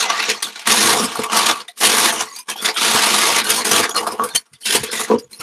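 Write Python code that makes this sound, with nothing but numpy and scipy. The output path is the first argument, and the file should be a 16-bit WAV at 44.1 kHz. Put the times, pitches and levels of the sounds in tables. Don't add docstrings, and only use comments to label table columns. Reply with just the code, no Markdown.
import sys
import numpy as np
from scipy import signal
from scipy.fft import rfft, irfft, next_fast_len
from scipy.io import wavfile
from scipy.ndimage import uniform_filter1d

SR = 44100
rng = np.random.default_rng(int(sys.argv[2]) if len(sys.argv) > 2 else 0)


def voltage_ratio(level):
    return 10 ** (np.asarray(level, float) / 20)


def dump(signal):
    limited = np.clip(np.atleast_2d(signal).T, -1, 1)
    pcm = np.round(limited * 32767).astype(np.int16)
    wavfile.write(sys.argv[1], SR, pcm)


N = 239414
STEP = 32
TIMES = np.arange(N) / SR
CONTROL_TIMES = np.arange(N // STEP + 2) * STEP / SR

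# frequency in Hz, level in dB.
TOP = [(6800, -8), (7900, -13.5), (8020, -5.5), (9500, -1.5), (11850, -8), (12050, -12), (14000, -18),
       (15700, -29)]
# frequency in Hz, level in dB.
PORT = [(30, -38), (60, -55.5), (150, -18), (250, -5.5)]


def evened(x):
    return x / np.sqrt(np.mean(x ** 2, -1, keepdims=True) + 1e-20)


def read(points, hz):
    f, value = np.transpose(points)
    return np.interp(np.log(hz + 1), np.log(f + 1), value)


def filtered(x, db_of):
    size = next_fast_len(N + 4096)
    gain = voltage_ratio(db_of(np.fft.rfftfreq(size, 1 / SR)))
    return irfft(rfft(x, size) * gain, size)[..., :N]


def resonate(x, hz, width, order=1):
    r = np.exp(-np.pi * width / SR)
    poles = np.poly([r * np.exp(2j * np.pi * hz / SR)] * order)
    return 2 * signal.lfilter([(1 - r) ** order], poles, x).real


def slide(x, hz, width, order=2):
    turn = np.exp(2j * np.pi * np.cumsum(hz) / SR)
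    r = np.exp(-np.pi * width / SR)
    smooth = signal.lfilter([(1 - r) ** order], np.poly([r] * order), x / turn)
    return 2 * (turn * smooth).real


def wander(count, length, seconds):
    span = max(int(seconds * SR / STEP), 1)
    noise = rng.standard_normal((count, length))
    return evened(uniform_filter1d(uniform_filter1d(noise, span), span))


def colour_db(hz):
    # frequency in Hz, level in dB per Hz.
    lower_colour = [(35, -59), (60, -60.5), (194, -2.5), (382, -1.5), (431, 1), (604, -9.5), (980, -10.5),
                    (1150, -8), (1290, -12), (1570, -11), (7000, -11), (9100, -29), (15400, -120)]
    return read(lower_colour, np.minimum(hz, 6800)) + read(TOP, hz)


def push(t):
    # start in seconds, length in seconds, crackle in dB,
    # large folds in dB and fine creases in dB, these two relative to the crackle.
    shoves = [(0.0, 0.065, -20.5, -4, -17), (0.094, 0.2, -22.5, -4.5, -18.5),
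              (0.283, 0.019, -20.5, -2, -17), (0.673, 0.26, -15.5, -6, -4.5), (0.939, 0.11, -24, 0.5, -1.5),
              (1.32, 0.195, -18, -2, -10.5), (1.812, 0.29, -15.5, -5.5, -5),
              (2.13, 0.094, -27.0, -0.5, -6.5), (2.647, 0.051, -23, -0.5, -10.5),
              (2.811, 0.5896, -15.5, -5.5, -7.5), (3.489, 0.077, -22, -8, -3.5),
              (3.649, 0.047, -18.5, -6.5, -3), (3.712, 0.095, -17, -2.5, -4),
              (3.83, 0.019, -20.5, -2.5, -8.5), (3.948, 0.037, -29, 4, -5.5), (4.19, 0.062, -42, 16, -7.5),
              (4.657, 0.1, -20.5, -17, -4.5), (4.917, 0.13, -27.5, -8.5, -2), (5.4, 0.05, -36.5, -3.5, 2)]
    settles = [(0, .03, -34, -20, 6), (5.11, .035, -39, 4, -20), (2.492, .03, -31, -8, -4),
               (1.3, .03, -31, 6, -14), (.875, .055, -19, -3, -4), (.44, .04, -36, -5, -3),
               (.663, .01, -24, -5, -15), (0.329, 0.029, -35, 1, -11), (2.625, 0.035, -30, -8, 2),
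               (4.14, 0.046, -48.5, 4, -3), (4.34, .01, -39, -6, -8), (0.492, 0.14, -37, -7.5, -14.5),
               (1.065, 0.195, -30, -0.5, -10.5), (1.528, 0.086, -34.5, -2.5, -9.5),
               (1.777, 0.056, -36.5, -17, 2), (2.248, 0.14, -45.5, -9, -2.5),
               (2.565, 0.094, -40.5, -4.5, -3), (2.772, 0.12, -21, -13, -8), (3.443, 0.17, -25, -3, -4.5),
               (3.841, 0.077, -37, 5, -10), (4.01, 0.12, -38.5, 6.5, -3), (4.283, 0.037, -50, 9, -9),
               (4.615, 0.035, -48.5, -21, 7.5), (4.791, 0.095, -32, -12.5, -14.5),
               (5.07, 0.054, -34.5, 2, -10.5), (5.31, 0.07, -52.5, -6.5, 4)]
    rest_db = [-74, -66, -63.5, -68.5]
    walls_db = -2
    power = voltage_ratio(np.array(rest_db))[:, None] ** 2 + 0 * t
    for table, rise, fall in (shoves, 2404, 555), (settles, 1303, 421):
        falls = fall * np.array([[1], [1], [1], [1.6]])
        for s, length, db, fold_db, crease_db in table:
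            hold_db = rise * np.minimum(t - s, 0) - falls * np.maximum(t - s - length, 0)
            class_db = db + np.array([fold_db + walls_db + crease_db, fold_db, 0, crease_db])
            power += voltage_ratio(class_db[:, None] + np.maximum(hold_db, -200)) ** 2
    return power


def effort(hz, t):
    # lower edge in Hz, upper edge in Hz.
    classes = [
        (150, 650),
        (700, 1700),
        (2100, 7500),
        (8200, 15000),
    ]
    # frequency in Hz, class number.
    ladder = [(600, 0), (720, 1), (1250, 1), (1650, 2), (3500, 2), (7900, 2.5), (8100, 3)]
    # time in seconds, peak in dB, large folds in dB, fine creases in dB.
    snaps = [(0.402, -32, -7, -17), (0.4244, -17, -11, -2), (0.469, -25.5, -6.5, -10),
             (0.557, -31, -7, -16), (0.592, -28, -8, -12), (1.042, -24.5, -7, 1), (1.1544, -27.5, 8, 3.5),
             (1.19, -27, 9, -1), (1.235, -21.5, -4, -3), (1.2974, -29, 7.5, -20), (1.68, -33.5, -17, -6),
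             (2.122, -26, 13.5, 7.5), (2.36, -37.5, 0, 6), (2.3865, -38.5, -16, 11), (2.4713, -45.5, -6, 0),
             (2.562, -41, -10, -15.0), (2.7437, -33, 2, 1), (3.8935, -34, -6, 6), (4.067, -30, 12, 2.5),
             (4.12, -49, 9, 15), (4.2378, -26.5, 7.5, 9), (4.2874, -35, -1, 3), (4.456, -55, -1, -7),
             (4.532, -42, -27, -6), (4.9945, -16, 0, 0.5), (5.1866, -36.5, -29, 0.5)]
    slumps = [(0.097, -16, -7.5, -25), (0.1925, -14.5, -20.5, -35), (0.2229, -18.5, -24, -15),
              (0.2915, -6.5, -29, -15), (0.7, -5, -11, -14.5), (0.82, -17, -32, -16), (1.329, -23, 11, -12),
              (1.3678, -11, -4, 0.5), (1.4586, -9.5, -16, -5.5), (1.5084, -25, -12, -3),
              (1.85, -6.5, -57, -2), (1.9659, -12, -2, -4), (2.2, -16.5, -9, -8.5), (2.65, -11.5, -25, -8),
              (2.687, -19, -11, -12.5), (2.9387, -12, -5, -1.5), (3.057, -31, -3, 14),
              (3.1418, -13.5, -29, -8), (3.2096, -28, -22, 10), (3.4431, -27, -22, 6),
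              (3.6077, -22.5, -8, -15), (3.76, -14.5, 0, -0.5), (3.9744, -19, -28, -5),
              (4.7237, -15.5, -8.5, -1), (4.7486, -9.5, -8.5, -5), (4.9297, -19.5, -6.5, -39),
              (5.329, -41.5, -25, 2)]
    swells = [
        (2.498, -17, -12, 1.5),
        (3.5, -4.5, -24, -2),
        (3.963, -17.5, -13, 2.5),
        (4.351, -10, -13.5, 1),
        (4.835, -11.5, -9, -6.5),
    ]
    fine = np.arange(20, 16000, 20.)
    held_db = []
    for low, high in classes:
        inside = fine[(fine > low) & (fine < high)]
        held_db.append(10 * np.log10(20 * np.sum(voltage_ratio(colour_db(inside)) ** 2)))
    held_db = np.array(held_db)
    place = np.interp(hz, *np.transpose(ladder))
    blend = np.maximum(1 - abs(place[:, None] - np.arange(len(classes))), 0)
    power = voltage_ratio(blend @ (10 * np.log10(push(t)) - held_db[:, None]) - 2.5) ** 2
    u = t[t < .3]
    for table, rise, t60 in (snaps, .0028, .11), (slumps, .004, .16), (swells, .0048, .084):
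        for s, db, fold_db, crease_db in table:
            spread = max(rise * voltage_ratio(.3 * (db + 24.0)), .0005)
            shape = (1 - np.exp(-(u / spread) ** 2)) * voltage_ratio(-60 * u / t60)
            tilt_db = blend @ (np.array([fold_db - 24, fold_db, 0, crease_db]) - held_db)
            part = power[:, int((s - .7 * spread) * SR / STEP):][:, :len(u)]
            part += (voltage_ratio(db - 2.5 + tilt_db)[:, None] * shape[:part.shape[1]]) ** 2
    return power


def pings(hz, drive, t, per_s=30, t60=0.036, ping_db=-7.0):
    out = np.zeros(N)
    for k in np.flatnonzero((hz > 900) & (hz < 11000)):
        chance, size = rng.random((2, len(t)))
        pops = np.zeros(len(t) * STEP)
        pops[::STEP] = drive[k] * (chance < per_s * STEP / SR) * np.tan(2.0 * (size - .5))
        detune = np.repeat(rng.standard_normal(len(t) // 150 + 1), 150 * STEP)[:N]
        ringing = slide(pops[:N], hz[k] * (1 + .05 * detune), 1.84 / t60, order=1)
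        out += ringing * np.sqrt(SR / per_s * 3)
    return voltage_ratio(ping_db) * out


def sheet(per_s=2500, spread_db=4.2, click_share=0.47, patchy_db=6.0, clumpy_db=3.0):
    edges = np.linspace(60 ** .6, 16000 ** .6, 41) ** (1 / .6)
    hz, width = (edges[1:] + edges[:-1]) / 2, np.diff(edges)
    t = CONTROL_TIMES
    few = np.clip(.5 - (10 * np.log10(push(t)[2]) + 14) / 24, .25, .9)
    power = effort(hz, t)
    facets_db = few * patchy_db * wander(len(hz), len(t), 0.033) + clumpy_db * wander(1, len(t), .006)
    drive = np.sqrt(power) * voltage_ratio(facets_db)
    out = pings(hz, np.sqrt(power), t)
    for k in range(len(hz)):
        rub = np.interp(TIMES, t, drive[k]) * rng.standard_normal(N)
        out += np.sqrt(1 - click_share) * resonate(rub, hz[k], 2.04 * width[k], order=3)

    sign, size, chance = rng.random((3, N))
    clicks = np.sign(sign - .5) * voltage_ratio(-spread_db * np.log(size + .04)) * (chance < per_s / SR)
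    clicks = evened(clicks)
    below = 0
    for low, high in (50, 700), (700, 1700), (1700, 4500), (4500, 8000), (8000, 16000):
        upto = filtered(clicks, lambda f: -60 * np.clip((f - high) / 600 + .5, 0, 1) ** 3)
        strength = np.sqrt(power[(hz > low) & (hz < high)].mean(0))
        out += np.sqrt(click_share) * np.interp(TIMES, t, strength) * (upto - below)
        below = upto
    return filtered(out * np.sqrt(SR / 2), colour_db)


def box(rustle, hollow_db=0.0, flaps_db=-20.0):
    # time in seconds, peak in dB, upper tones in dB, table thud in dB.
    knocks = [(0.284, -9.5, -5, -54), (0.705, -5, 3, -23), (0.851, -8, 17, -11), (0.925, -6, 5, -17),
              (1.191, 3, -15, -22), (1.369, -11, -5, -23), (1.835, -9, -9, -25), (2.948, 1, -18, -15),
              (3.507, -14, -17, -11), (3.798, -7, 12, -17), (4.179, -29, -0.5, -33), (4.196, -6.5, 17, -33),
              (4.239, -9.5, 0, -46), (4.347, -14.5, -8, -11), (4.522, -42, -12, -14),
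              (4.75, -0.5, -14, -21), (4.787, -31, -2, 3), (5, -9, 7, -21), (5.101, 9, 1, -66),
              (5.115, 10, 6, -60), (5.137, 12.5, -13, -63), (5.154, 7, -17, -24), (5.4, -25.5, -10.5, -1.5),
              (0.189, -17, -5, -40), (0.471, -33, -5, -27), (1.045, -19, 4, -18), (2.502, -20, -12, -14),
              (4.833, -5, 0, -47), (4.929, -8, -8, -29), (4.899, -27, 5, -34)]
    # frequency in Hz, width in Hz, level in dB.
    box_tones = [(88, 25, 26.5), (136, 25, 3), (212, 40, -14), (266, 44, -13), (450, 41, -6.5),
                 (550, 30, -17.5), (950, 540, -2), (1130, 28, -15.5), (720, 200, -25)]
    slack_hz = 34
    u = np.arange(300) / SR
    soft_push = u / .0004 * np.exp(-u / 0.00023)
    blows, out = np.zeros((3, N)), np.zeros(N)
    for s, db, upper_db, table_db in knocks:
        blows[:, round(s * SR)] += voltage_ratio(db + np.array([table_db, 0, upper_db]))
    blows = signal.oaconvolve(blows, soft_push[None] / soft_push.sum())[:, :N]
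    blows[0] = uniform_filter1d(uniform_filter1d(blows[0], 150), 150)
    for k, (hz, width, db) in enumerate(box_tones):
        width = max(width, slack_hz)
        blow = blows[int(hz > 150) + int(hz > 700)] * SR / (2 * np.pi * width)
        shaken = voltage_ratio(hollow_db if hz < 700 else flaps_db) * rustle * (hz > 150)
        out += (-1) ** k * voltage_ratio(db) * resonate(blow + shaken, hz, width)
    return filtered(out, lambda hz: read(PORT, hz))


def room(x):
    # frequency in Hz, time to fall by 60 dB in seconds.
    room_decay = [(300, 0.16), (2000, 0.097), (10000, 0.019)]
    hz, t, z = signal.stft(rng.standard_normal(SR // 2), SR, nperseg=128)
    dying = z * voltage_ratio(-60 * t / read(room_decay, hz)[:, None])
    tail = signal.istft(dying, SR, nperseg=128)[1]
    tail[:150] = 0
    return signal.fftconvolve(x, tail / np.linalg.norm(tail))[:N]


def hush(level_db=-110):
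    # frequency in Hz, level in dB per Hz.
    hush_colour = [(35, -57), (60, -24), (396, -85), (983, -22), (1160, 47.5), (1640, 3), (7640, -46),
                   (8990, 29), (15700, -59)]
    noise = filtered(rng.standard_normal(N), lambda hz: read(hush_colour, hz))
    return voltage_ratio(level_db) * evened(noise)


def rumble(rumble_db=-19.0, lumpy_db=3.0):
    t = CONTROL_TIMES
    drive = np.sqrt(push(t)[0]) * voltage_ratio(rumble_db + lumpy_db * wander(1, len(t), 0.029)[0])
    shake = np.interp(TIMES, t, drive) * rng.standard_normal(N)
    tones = resonate(shake, 100.5, 28, order=2) + resonate(shake, 138, 50, order=2)
    shudder = evened(tones) * np.sqrt(np.mean(drive ** 2))
    return filtered(shudder, lambda hz: -24 * np.clip((75 - hz) / 35, 0, 1))


def rings(width=70):
    # start in seconds, length
    # in seconds, frequency in Hz, level in dB.
    rubbed = [(0.186, 0.018, 5350, -37), (0.548, 0.028, 1450, -36), (1.297, 0.27, 1140, -28),
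              (1.68, 0.005, 9300, -37), (1.681, 0.0075, 1940, -33), (1.682, 0.0075, 3600, -30.5),
              (2.259, 0.085, 1090, -41), (2.286, 0.013, 6920, -42), (2.482, 0.032, 1664, -36),
              (2.555, 0.015, 834, -35.5), (2.762, 0.04, 1300, -30), (3.902, 0.025, 6770, -29.5),
              (3.904, 0.007, 3320, -25), (3.952, 0.023, 4260, -20.5), (3.962, 0.031, 2860, -26.5),
              (3.95, 0.06, 1170, -25), (4.03, 0.078, 1130, -29.5), (4.118, 0.05, 1050, -37),
              (4.2, 0.03, 1156, -24), (4.535, 0.021, 3560, -47.5), (4.628, 0.07, 3110, -37),
              (4.885, 0.056, 1546, -34.5), (4.886, 0.03, 4230, -36), (5.329, 0.017, 4190, -36.5),
              (5.388, 0.047, 5470, -39),
              (0.099, 0.067, 1200, -25), (0.161, 0.041, 1947, -25), (0.22, 0.019, 2090, -24),
             (1.235, 0.01, 1154, -29), (1.682, 0.0053, 706, -38), (2.57, 0.037, 2520, -47),
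             (2.27, 0.069, 1990, -47), (2.36, .05, 1020, -48.5), (2.73, 0.033, 900, -38),
             (4.27, 0.051, 1560, -45.5), (4.659, .04, 2720, -29), (4.72, 0.065, 1012, -30.5),
             (5.24, .07, 140, -61), (1.2, 0.056, 140, -48), (2.6, .04, 1240, -44), (2.69, 0.024, 2170, -29),
             (.05, 0.05, 2020, -29), (.13, 0.027, 1990, -30), (4.2, 0.056, 483, -28),
             (3.95, 0.066, 493, -33), (5.41, .02, 1300, -34), (2.685, 0.009, 1730, -27),
             (3.43, 0.054, 1550, -27), (4.513, 0.034, 150, -43), (4.79, 0.087, 93, -54),
             (5.18, 0.02, 4850, -40), (5.18, .02, 5450, -40), (5.182, .012, 6000, -44),
             (5.225, .03, 6800, -54), (5.211, 0.032, 450, -45.5), (5.405, .03, 2180, -37)]
    # start in seconds, length in seconds,
    # first frequency in Hz, last frequency in Hz, level in dB.
    glides = [(4.755, 0.063, 300, 110, -36), (.22, .02, 4000, 3770, -29), (.28, .045, 450, 433, -27),
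              (.43, 0.032, 3820, 3470, -27), (.47, .02, 4320, 4350, -38), (.52, 0.035, 3900, 3900, -46),
              (.59, 0.018, 5540, 5370, -40), (1.11, 0.016, 1210, 1220, -36), (1.15, 0.015, 1140, 1150, -34),
              (1.25, 0.016, 1090, 1130, -24), (2.285, .04, 4530, 4700, -47), (2.32, 0.093, 6600, 6300, -40),
              (2.36, 0.048, 4650, 5000, -38.5), (2.348, 0.069, 2320, 2440, -46.5),
              (2.485, 0.051, 3280, 3150, -34.5), (2.555, .03, 3220, 3200, -36),
              (2.585, 0.027, 3380, 3460, -30), (2.56, 0.049, 4450, 4440, -44), (2.56, .04, 1880, 1900, -58),
              (2.65, 0.025, 4470, 4570, -49), (2.745, .03, 3120, 3240, -35),
              (3.445, 0.054, 2870, 2940, -28), (3.45, 0.023, 4240, 4290, -27.5),
              (3.56, 0.068, 4360, 4250, -31), (3.56, 0.024, 5500, 5500, -27.5),
              (3.65, .03, 6600, 6483, -31), (3.65, 0.022, 4620, 5200, -26), (3.97, 0.02, 5160, 5030, -26),
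              (4.065, 0.025, 4030, 4140, -40), (4.29, 0.054, 3660, 3620, -43.5),
              (4.29, 0.034, 4200, 4300, -40.5), (4.35, 0.013, 3120, 3090, -18),
              (4.36, 0.024, 4400, 4400, -27), (4.35, 0.014, 6600, 6370, -22.5),
              (4.66, 0.072, 1520, 1600, -32), (4.69, 0.098, 398, 385, -30), (4.83, 0.065, 450, 450, -37.5),
              (4.93, 0.12, 1990, 1950, -31), (5.0, 0.04, 400, 417, -38), (5.1, 0.048, 1007, 950, -23)]
    out = np.zeros(N)
    steady = [(s, length, hz, hz, db) for s, length, hz, db in rubbed]
    for s, length, hz, end_hz, db in steady + glides:
        u = np.arange(int((length + 0.15) * SR)) / SR
        stroke = np.minimum(u / 0.0026, 1) * voltage_ratio(-1100 * np.maximum(u - length, 0))
        stutter = evened(uniform_filter1d(rng.standard_normal(len(u)), 220))
        stroke *= voltage_ratio(3.5 * stutter - 1.5)
        pitch = np.interp(u, [0, length], [hz, end_hz])
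        tone = slide(rng.standard_normal(len(u)), pitch, min(width + .022 * hz, hz / 3))
        part = out[round(s * SR):][:len(u)]
        part += (voltage_ratio(db) * stroke * evened(tone))[:len(part)]
    return out


def ticks():
    # time in seconds, peak in dB.
    flips = [(0.1007, -2), (0.305, -3), (0.4739, -14), (1.0445, -6), (1.5106, -3), (1.8144, -1),
             (2.1236, -4), (2.6507, -3), (2.6862, -4), (2.8777, -1), (3.1662, -1), (3.1864, -1),
             (4.2407, -6), (4.6819, -5), (4.7011, -6), (0.2955, -1), (0.4255, -6), (1.156, -10),
             (1.298, -12), (2.763, -6), (3.976, -1), (4.068, -6), (4.077, -7), (4.1965, -12), (4.9, -12),
             (.402, -18), (2.362, -19), (2.388, -17), (3.38, -1), (3.51, -2), (3.752, -1), (4.223, -16),
             (4.245, -7), (4.939, -8), (.678, -1), (.71, 0), (1.365, -2), (1.417, -2)]
    out, u = np.zeros(N), np.arange(130) / SR
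    for s, db in flips:
        pitch, sign = rng.random(2)
        flip = 1.6 * np.sin(2 * np.pi * 1800 * 2.5 ** pitch * u) * np.exp(-u / .0003)
        out[round(s * SR):][:len(u)] += voltage_ratio(db - 3.5) * np.sign(sign - .5) * flip
    coloured = filtered(out, lambda hz: read(TOP, hz) + read(PORT, hz / 4))
    return np.clip(coloured, -.8, .8)


def strikes():
    # time in seconds, frequency in Hz, peak in dB, time to fall by 60 dB in seconds.
    flicks = [(.402, 2500, -30, .03), (1.156, 1140, -18, .05), (1.298, 1100, -14, .06),
              (1.774, 1120, -38, .06), (1.776, 5000, -32, .03), (2.362, 4700, -28, .05),
              (2.489, 1640, -29, .1), (2.686, 2000, -12, .04), (2.763, 1330, -14, .06),
              (2.763, 3300, -16, .04), (3.976, 4200, -12, .04), (3.976, 5100, -14, .03),
              (4.067, 1080, -11, .05), (4.1965, 1120, -8, .06), (4.223, 1150, -15, .04),
              (4.9, 1560, -22, .04), (4.75, 400, -14, .08), (1.016, 1100, -14, .04),
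              (1.813, 3000, -12, .02), (.663, 3500, -14, .02)]
    out, u = np.zeros(N), np.arange(SR // 8) / SR
    for s, hz, db, t60 in flicks:
        pair = np.sin(2 * np.pi * hz * u) + .6 * np.sin(2 * np.pi * 1.09 * hz * u)
        dying = voltage_ratio(db - 3 - 60 * u / t60) * np.minimum(u / .0008, 1)
        out[round(s * SR):][:len(u)] += dying * pair
    return out


def scene():
    rustle = sheet() + ticks()
    near = rustle + strikes() + rings() + box(rustle)
    mono = near + voltage_ratio(-16) * room(near) + hush() + rumble()
    return np.array([mono, mono])


def low_pass(x):
    return signal.sosfilt(signal.butter(12, 15880, fs=SR, output="sos"), x)


def record(dry):
    power_db = 10 * np.log10(abs(uniform_filter1d(dry[0] ** 2, 600)) + 1e-12)
    hushed = dry * voltage_ratio(-.35 * np.clip(-48 - power_db, 0, 20))
    over = np.maximum(abs(hushed) - .55, 0)
    rounded = hushed - np.sign(hushed) * (over - .33 * np.tanh(over / .33))

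    def band_db(hz):
        return -90 * np.clip((hz - 15500) / 400, 0, 1) - 6 * np.clip((85 - hz) / 30, 0, 1)

    return low_pass(filtered(rounded, band_db))


dry = scene()
out = record(dry)
dump(out)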